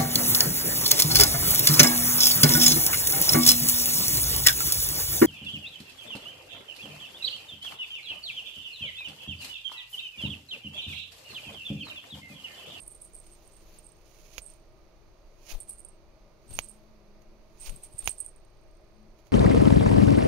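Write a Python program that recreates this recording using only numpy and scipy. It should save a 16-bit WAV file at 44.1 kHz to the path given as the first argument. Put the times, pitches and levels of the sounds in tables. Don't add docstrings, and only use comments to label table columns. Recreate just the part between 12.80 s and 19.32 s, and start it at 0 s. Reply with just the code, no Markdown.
import sys
import numpy as np
from scipy import signal
from scipy.fft import rfft, irfft
from scipy.io import wavfile
from scipy.ndimage import uniform_filter1d

SR = 44100
rng = np.random.default_rng(int(sys.argv[2]) if len(sys.argv) > 2 else 0)


def int16_out(signal):
    q = np.round(np.clip(np.atleast_2d(signal).T, -1, 1) * 32767)
    wavfile.write(sys.argv[1], SR, q.astype(np.int16))


N = 287532
TIME = np.arange(N) / SR

# nearest t/s, approach half width/s, retreat half width/s, left level/dB, right level/dB
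CLOTH_SWINGS = [(.1, .2, 0.26, -77, -74.5), (.55, 0.35, 0.7, -75.5, -67),
                (0.969, 0.092, 0.028, -64.5, -60.5), (1.42, 0.13, 0.1, -72.5, -60),
                (1.57, 0.069, 0.016, -77, -52.5), (1.71, 0.04, 0.039, -76, -62.5),
                (2.712, 0.026, 0.015, -59, -42), (2.735, .025, 0.045, -57, -58.5),
                (2.89, 0.022, 0.058, -74, -66.5), (3.72, .015, 0.038, -57, -59.5),
                (3.78, 0.034, 0.043, -72, -50.5), (3.9, .05, 0.13, -74, -73),
                (4.415, 0.0084, .012, -77, -79), (4.867, 0.026, 0.017, -58, -43.5),
                (4.9, 0.043, 0.066, -60.5, -61), (5.04, 0.013, 0.027, -65.5, -59.5),
                (5.236, 0.044, 0.027, -58, -65.5), (5.275, 0.027, 0.03, -59.5, -47),
                (5.4, 0.033, 0.061, -71.5, -66), (6.39, 0.016, 0.018, -85, -69),
                (6.47, 0.014, 0.017, -79, -67.5)]
# f/Hz, left level/dB, right level/dB
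SWISH_SPECTRUM = [(150, 13.5, -9), (620, 16.5, 1.5), (1670, 5.5, -6), (2510, 8, 7), (3420, 8.5, 0.5),
                  (4560, 11.5, 3.5), (5560, -11.5, 4), (6670, -7, 9), (7380, -12, -7), (8600, -49, -15),
                  (8400, -33, -4), (10000, 2.5, -1.5), (13000, 7, -6), (15700, 0, -4)]


def swish(flutter_rate_hz=170, flutter_db=1.4, fibre_rate_hz=2200, fibre_db=-4):
    fibres = (rng.random(N) < fibre_rate_hz / SR) * rng.standard_normal(N)
    source = rng.standard_normal((2, N)) + undb(fibre_db) * fibres / fibres.std()
    air = colour(source, SWISH_SPECTRUM)
    band = signal.butter(2, [2000, 7000], "band", fs=SR, output="sos")
    presence = signal.sosfilt(band, air)
    power = np.zeros((2, N))
    for s, approach, retreat, left_db, right_db in CLOTH_SWINGS:
        power += (undb([[left_db], [right_db]]) * swell(s, approach, retreat)) ** 2
    flutter = undb(flutter_db * walk(flutter_rate_hz))
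    return air / presence.std(1, keepdims=True) * np.sqrt(power) * flutter


# t/s, crack level/dB, body below 1.5 kHz/dB, relative tail level/dB
CLOTH_SNAPS = [(0.465, -58, -2, 0), (0.55, -63, -12, -17), (1.5807, -23.5, -3, -10.5),
               (2.706, -35, -8, -15), (2.7147, -39, -15, 1), (2.739, -55, 9, -10), (2.751, -39, 21, -4),
               (3.789, -14, 3, -18.5), (4.419, -58, -10, -6), (4.8943, -35, -6, -13),
               (5.2748, -12.5, 1.5, -16.5), (6.39, -56, -8, -15), (6.469, -52, -7, -8.5)]
# f/Hz, left level/dB, right level/dB
SNAP_SPECTRUM = [(100, -23, -24), (407, -31, -6), (794, -17, 0.5), (1830, -26, -5), (2340, -44, 6),
                 (2820, -39, 4.5), (3770, -40, -5.5), (4250, -35.5, -9.5), (4707, -51, -23.5),
                 (5700, -37, -9.5), (6700, -44, 7), (7100, -50, -18), (10200, -49, -16.5),
                 (15500, -44, -11.5)]


def snaps(crack_s=0.0011, tail_t60=0.054, size=4096):
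    out, t = np.zeros((2, N)), TIME[:size]
    crack_samples = crack_s * SR
    for s, db, body_db, tail_db in CLOTH_SNAPS:
        crack = rng.standard_normal(size) * (t < crack_s)
        for _ in range(12):
            flat = irfft(np.exp(1j * np.angle(rfft(crack))))
            crack = flat * (t < crack_s)
        tail = rng.standard_normal(size) * fade(t, tail_t60) * undb(tail_db) / np.sqrt(crack_samples)
        tone = []
        for hz, left_db, right_db in SNAP_SPECTRUM:
            body = body_db * (hz < 1500)
            tone.append((hz, left_db + body, right_db + body))
        direct = signal.fftconvolve(crack[None], response(tone), axes=1)
        scattered = signal.fftconvolve(tail[None], response(SWISH_SPECTRUM), axes=1) * undb([[-22], [-3]])
        direct_rms = np.sqrt(np.sum(direct ** 2) / crack_samples)
        add(out, s, (direct + scattered) * undb(db) / direct_rms)
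    return out


# t/s, width/s, left level/dB, right level/dB, relative buffeting/dB
AIR_PUFFS = [(1.59, 0.00562, -51, -40.5, -19), (2.754, 0.011, -23.5, -44, -30.5),
             (3.716, 0.0024, -32, -50, -12), (3.75, 0.021, -36, -58, -16), (3.794, 0.0031, -58, -35, -16),
             (4.9, 0.011, -26, -43, -38), (4.938, 0.011, -41.5, -60, -4.5), (5.148, 0.0025, -37, -51, -19),
             (5.256, 0.012, -34, -47, -21.5), (5.281, 0.0038, -57, -32, -12)]


def puffs(buffet_hz=170):
    out = np.zeros((2, N))
    low_pass = signal.butter(2, buffet_hz, fs=SR, output="sos")
    eddies = signal.sosfilt(low_pass, rng.standard_normal((2, N)))
    eddies /= eddies.std()
    for s, width, left_db, right_db, buffet_db in AIR_PUFFS:
        u = (TIME - s) / width
        push = (1 - u ** 2) * np.exp(-u ** 2 / 2)
        buffeting = undb(buffet_db) * eddies * np.exp(-(u / 3) ** 2 / 2)
        out += undb([[left_db], [right_db]]) * (push + buffeting)
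    return out


# t/s, relative level/dB, brightness/dB, left minus right/dB
HARD_BLOWS = [(.0778, -30, 5, -11), (0.249, -40, 7, -9), (.334, -43, -14, -8), (.6763, -42.5, -5, -13),
              (.987, -34.5, -9, -20), (1.067, -36, -22, -21), (1.1186, -44.5, -18, -22),
              (1.663, -33, -22, -24), (1.737, -43, -4, -17), (2.8026, -28.5, -5, -11),
              (2.8925, -27.5, 9, -10), (2.907, -32.5, -2, -16), (3.0486, -31, -9, -12),
              (3.0853, -39, -9, -13), (3.844, -33.5, -7, -13), (4.895, -34, 3, -14),
              (4.9619, -32.5, -8, -7), (5.0358, -29.5, 2, -7.5), (5.1904, -19.5, -9, -12),
              (5.257, -26.5, 8, -13), (5.2935, -14.5, -12, -21.5), (5.3066, -22.5, -3.5, -9),
              (5.402, -20.5, -11, -11), (5.4083, -22.5, -21, -20), (5.4463, -34, -8, -8),
              (5.462, -27, -20, -14), (5.561, -45.5, -11, -18)]
# t/s, length/s, relative level/dB, brightness/dB, left minus right/dB
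BELL_JOLTS = [(0, 0.039, -33.5, -8, -14), (.063, 0.029, -38.5, -5, -6), (0.11, 0.065, -37.5, -10, -7),
              (0.216, 0.058, -37, -1, -9), (.345, .06, -36.5, -7, -9), (0.456, 0.024, -44.5, 0, -5),
              (0.515, 0.035, -43, -9, -6), (0.65, 0.024, -49, -1, -8), (0.722, 0.098, -47.5, -13, -13),
              (1.04, 0.06, -42.5, -22, -25), (1.619, 0.088, -35.5, -10, -29), (2.74, 0.046, -48, -5, -13),
              (2.806, 0.025, -31.5, -2, -18), (2.886, 0.045, -29.5, 3, -13), (2.985, 0.036, -36, -3, -10),
              (3.692, .04, -38, -14, -4), (3.736, 0.034, -28.5, -4, -8), (3.823, 0.037, -35, -7, -15),
              (3.886, .03, -35, -7, -17), (4.805, 0.039, -31, -12, -14), (4.85, .14, -42.5, -5, -10),
              (5.032, 0.038, -35.5, -2, -15), (5.127, .025, -40, -4, -16), (5.183, .025, -29.5, -6, -14),
              (5.243, 0.032, -29.5, -2, -5), (5.31, 0.015, -26, -3, -10), (5.383, 0.022, -30, -7, -10),
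              (5.452, 0.04, -38, -5, -11)]
RATTLE_SAG_DB = 7.5


def jingle(level_db=1, rattle_db=-1, bright_spread_db=2.5, first_blow_db=-2, muted_t60=0.18, hard_t60=.3,
           rebound_s=0.0093, rebound_spread_db=3):
    out, t = np.zeros((2, N)), TIME[:SR // 5]
    for s, db, bright_db, pan_db in HARD_BLOWS:
        add(out, s, undb(db + level_db) * strike(bright_db, pan_db) * fade(t, hard_t60))
    for start, length, db, bright_db, pan_db in BELL_JOLTS:
        age = 0
        while age < length:
            blow_db = db + rattle_db + first_blow_db * (age == 0) - RATTLE_SAG_DB * age / length
            blow_db += rebound_spread_db * rng.standard_normal()
            blow_bright_db = bright_db + bright_spread_db * rng.standard_normal()
            ring = strike(blow_bright_db, pan_db) * fade(t, muted_t60)
            add(out, start + age, undb(blow_db) * ring)
            age += rebound_s * rng.uniform(.3, 1.7)
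    return out


# f/Hz, t60/s, relative level/dB, extra level on the left/dB
SHELL_MODES = [(8548, 0.025, 0.5, -1.5), (8410, 0.16, -20, -2), (8480, 0.18, -19.5, 3.5),
               (8640, 0.058, -35, -2), (7900, 0.052, -33.5, 6), (8755, 0.027, -13, -6),
               (8860, 0.043, -17, -12), (9240, 0.067, -24.5, 10), (9470, 0.16, -20.5, 7),
               (9630, 0.026, -14, 7.5), (10140, 0.043, -27.5, 3), (10460, 0.012, -21.5, 6),
               (10420, 0.027, -20, 2), (11670, 0.012, -29.5, 16.5)]
# f/Hz, left level/dB, right level/dB
CONTACT_SPECTRUM = [(2000, -15, -47), (4460, -5, -11), (5940, -11, -9), (6740, -19.5, -2.5), (7620, -25, 5),
                    (8600, -9, -2), (8700, 8, 16.5), (11340, 9, -2.5), (15730, 1.5, -11)]


def strike(bright_db, pan_db, scatter_db=3.0, usual_bright_db=-8, click_db=-12, click_t60=.02,
           contact_s=0.00023, mode_share=0.82, click_share=0.51, damping_db=3.7):
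    hz, t60, db, left_db = np.transpose(SHELL_MODES)
    t = TIME[:SR // 5]
    t60 = t60 * undb(damping_db * rng.standard_normal())
    hard_db = bright_db - usual_bright_db
    upper = hz > 9000
    size = undb(db + upper * hard_db * mode_share + scatter_db * rng.standard_normal(len(hz)))
    phase = rng.uniform(0, 2 * np.pi, (2, len(hz)))
    side_gain = np.array([undb(left_db), np.ones(len(hz))])
    weight = size * side_gain * np.exp(1j * phase)
    decaying_modes = np.exp(np.outer(2j * np.pi * hz - np.log(1000) / t60, t))
    ring = (weight @ decaying_modes).imag
    contact = rng.standard_normal((2, len(t))) * fade(t, click_t60)
    click = signal.fftconvolve(contact, response(CONTACT_SPECTRUM), axes=1)[:, :len(t)]
    click *= undb(click_db + click_share * hard_db)
    push = 1 - np.exp(-(t / contact_s) ** 2)
    return (ring + click) * push * undb([[pan_db], [0]]) / np.linalg.norm(size)


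def rolling(rate_hz=450, level_db=-17, spread_db=3.0, pan_db=-12, bright_db=-6, damped_t60=0.31):
    contacts = (rng.random(N) < rate_hz / SR) * undb(spread_db * rng.standard_normal(N))
    ring = strike(bright_db, pan_db, scatter_db=0, damping_db=0)
    ring = ring * fade(TIME[:ring.shape[1]], damped_t60)
    drive = contacts / contacts.std() * agitation() * undb(level_db)
    return signal.fftconvolve(drive[None], 2 * ring / np.linalg.norm(ring), axes=1)[:, :N]


def agitation(attack_s=0.0084, roll_t60=0.13):
    power = np.zeros((1, N))
    for start, length, db, _, _ in BELL_JOLTS:
        begin = max(start - 3 * attack_s, 0)
        age = TIME[:SR // 2] + begin - start
        rise = np.exp(np.minimum(age, 0) / attack_s)
        sag = undb(db - RATTLE_SAG_DB * np.clip(age / length, 0, 1))
        release = fade(np.maximum(age - length, 0), roll_t60)
        add(power, begin, (rise * sag * release)[None] ** 2)
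    return np.sqrt(power[0])


# from t/s, to t/s, first relative level/dB, last relative level/dB
PELLET_SETTLING = [(1.156, 1.4, -59, -61), (1.766, 1.997, -55, -76), (5.581, 6.35, -57.5, -70.5)]


def settling(tick_hz=8600, tick_t60=0.02, rocking_s=.033, spread_db=3.5, left_db=-16):
    out, t = np.zeros((2, N)), TIME[:SR // 20]
    tick = np.sin(2 * np.pi * tick_hz * t) * fade(t, tick_t60) * undb([[left_db], [0]])
    for start, end, first_db, last_db in PELLET_SETTLING:
        for s in np.arange(start, end, rocking_s):
            db = np.interp(s, [start, end], [first_db, last_db]) + spread_db * rng.standard_normal()
            add(out, s + rocking_s * rng.uniform(-0.44, 0.34), tick * undb(db))
    return out


def port_dip(x, dip_hz=7550, width_hz=700):
    return signal.lfilter(*signal.iirnotch(dip_hz, dip_hz / width_hz, fs=SR), x)


def walls(x, t60, wet_db):
    t = TIME[:SR // 2]
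    echo = rng.standard_normal((2, len(t))) * fade(t, t60) * (t > .006)
    echo /= np.sqrt(np.sum(echo ** 2, axis=1, keepdims=True))
    return undb(wet_db) * signal.fftconvolve(x, echo, axes=1)[:, :N]


# loudest t/s, half width/s, level/dB (the right side is lower)
LOW_SWELLS = [(.85, 0.22, -71), (2.9, 0.086, -67.5), (4.0, 0.41, -62.5), (4.55, 0.093, -65.5),
              (6.25, 0.092, -63.5)]


def drone(hz=213.6, wander_hz=3.55, waver_db=3, right_db=-5):
    phase = 2 * np.pi * np.cumsum(hz + wander_hz * walk(21)) / SR
    power = sum((undb(db) * swell(s, width, width)) ** 2 for s, width, db in LOW_SWELLS)
    level = np.sqrt(power) * undb(waver_db * walk(12))
    return np.sqrt(2) * np.sin(phase) * level * undb([[0], [right_db]])


# f/Hz, left level per Hz/dB, right level per Hz/dB
AIR_DENSITY = [(20, -65, -64.5), (33.8, -72.5, -73), (72.3, -86, -85), (155.6, -87.5, -91),
               (286, -95.5, -99.5), (335, -83, -88), (488, -93.5, -94), (647, -86, -87), (671, -96, -94.5),
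               (1094, -101, -97), (1670, -110, -105), (2360, -116, -100), (3250, -115, -109),
               (4700, -112, -103), (4930, -118, -108), (6440, -122, -107), (7070, -125, -124),
               (10900, -120, -121), (15900, -124, -124)]
# mean f/Hz, left level/dB, right level/dB
HOUSE_HUM = [(105, -71, -83), (153.8, -79.5, -86.5), (319.7, -76.5, -76), (351.5, -86.5, -83),
             (618, -75.5, -76.5), (1220, -105, -76), (4850, -98.5, -86), (6500, -100, -85.5)]


def room_air(shared_hz=1700, lowest_hz=19, hum_wander_hz=4, hum_waver_db=2, hum_trim_db=-2):
    hz = np.fft.rfftfreq(N, 1 / SR)
    likeness = np.clip(0.73 / (1 + (hz / shared_hz) ** 2), 0, 1)
    shared = np.sqrt(likeness) * rfft(rng.standard_normal(N))
    separate = np.sqrt(1 - likeness) * rfft(rng.standard_normal((2, N)))
    noise = colour(irfft(shared + separate, N), AIR_DENSITY)
    high_pass = signal.butter(2, lowest_hz, "high", fs=SR, output="sos")
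    out = signal.sosfilt(high_pass, noise) * np.sqrt(SR / 2)
    for hum_hz, left_db, right_db in HOUSE_HUM:
        phase = 2 * np.pi * np.cumsum(hum_hz + hum_wander_hz * walk(25)) / SR
        level = undb(hum_trim_db + hum_waver_db * walk(26))
        out += np.sqrt(2) * np.sin(phase) * level * undb([[left_db], [right_db]])
    return out


def undb(db):
    return 10 ** (np.asarray(db) / 20)


def add(out, s, sound):
    i = max(int(s * SR), 0)
    out[:, i:i + sound.shape[1]] += sound[:, :N - i]


def gains(table, size):
    hz, *sides = np.transpose(table)
    bins = np.log(np.maximum(np.fft.rfftfreq(size, 1 / SR), 1))
    return undb([np.interp(bins, np.log(hz), side) for side in sides])


def colour(x, table):
    return irfft(rfft(x) * gains(table, N), N)


def response(table, size=512):
    cepstrum = irfft(np.log(gains(table, size)))
    cepstrum[:, 1:size // 2] *= 2
    cepstrum[:, size // 2 + 1:] = 0
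    return irfft(np.exp(rfft(cepstrum)))


def walk(rate_hz):
    k = max(int(SR / rate_hz), 1)
    steps = np.repeat(rng.standard_normal(N // k + 1), k)[:N]
    smooth = uniform_filter1d(uniform_filter1d(steps, k), k)
    return smooth / smooth.std()


def fade(t, t60):
    return np.exp(-np.log(1000) * t / t60)


def swell(s, rise_s, fall_s):
    u = (TIME - s) / np.where(TIME < s, rise_s, fall_s)
    return 1 / (1 + u ** 2)


def scene():
    cloth = swish() + snaps()
    around = cloth + walls(cloth, t60=0.067, wet_db=-32.5) + puffs() + room_air() + drone()
    bell = port_dip(rolling() + jingle() + settling()) * undb(-0.5)
    return around + bell + walls(bell, t60=0.25, wet_db=-18)


def record(dry, top_hz=15700):
    return signal.sosfilt(signal.ellip(10, .2, 60, top_hz, fs=SR, output="sos"), dry)


dry = scene()
out = record(dry)
int16_out(out)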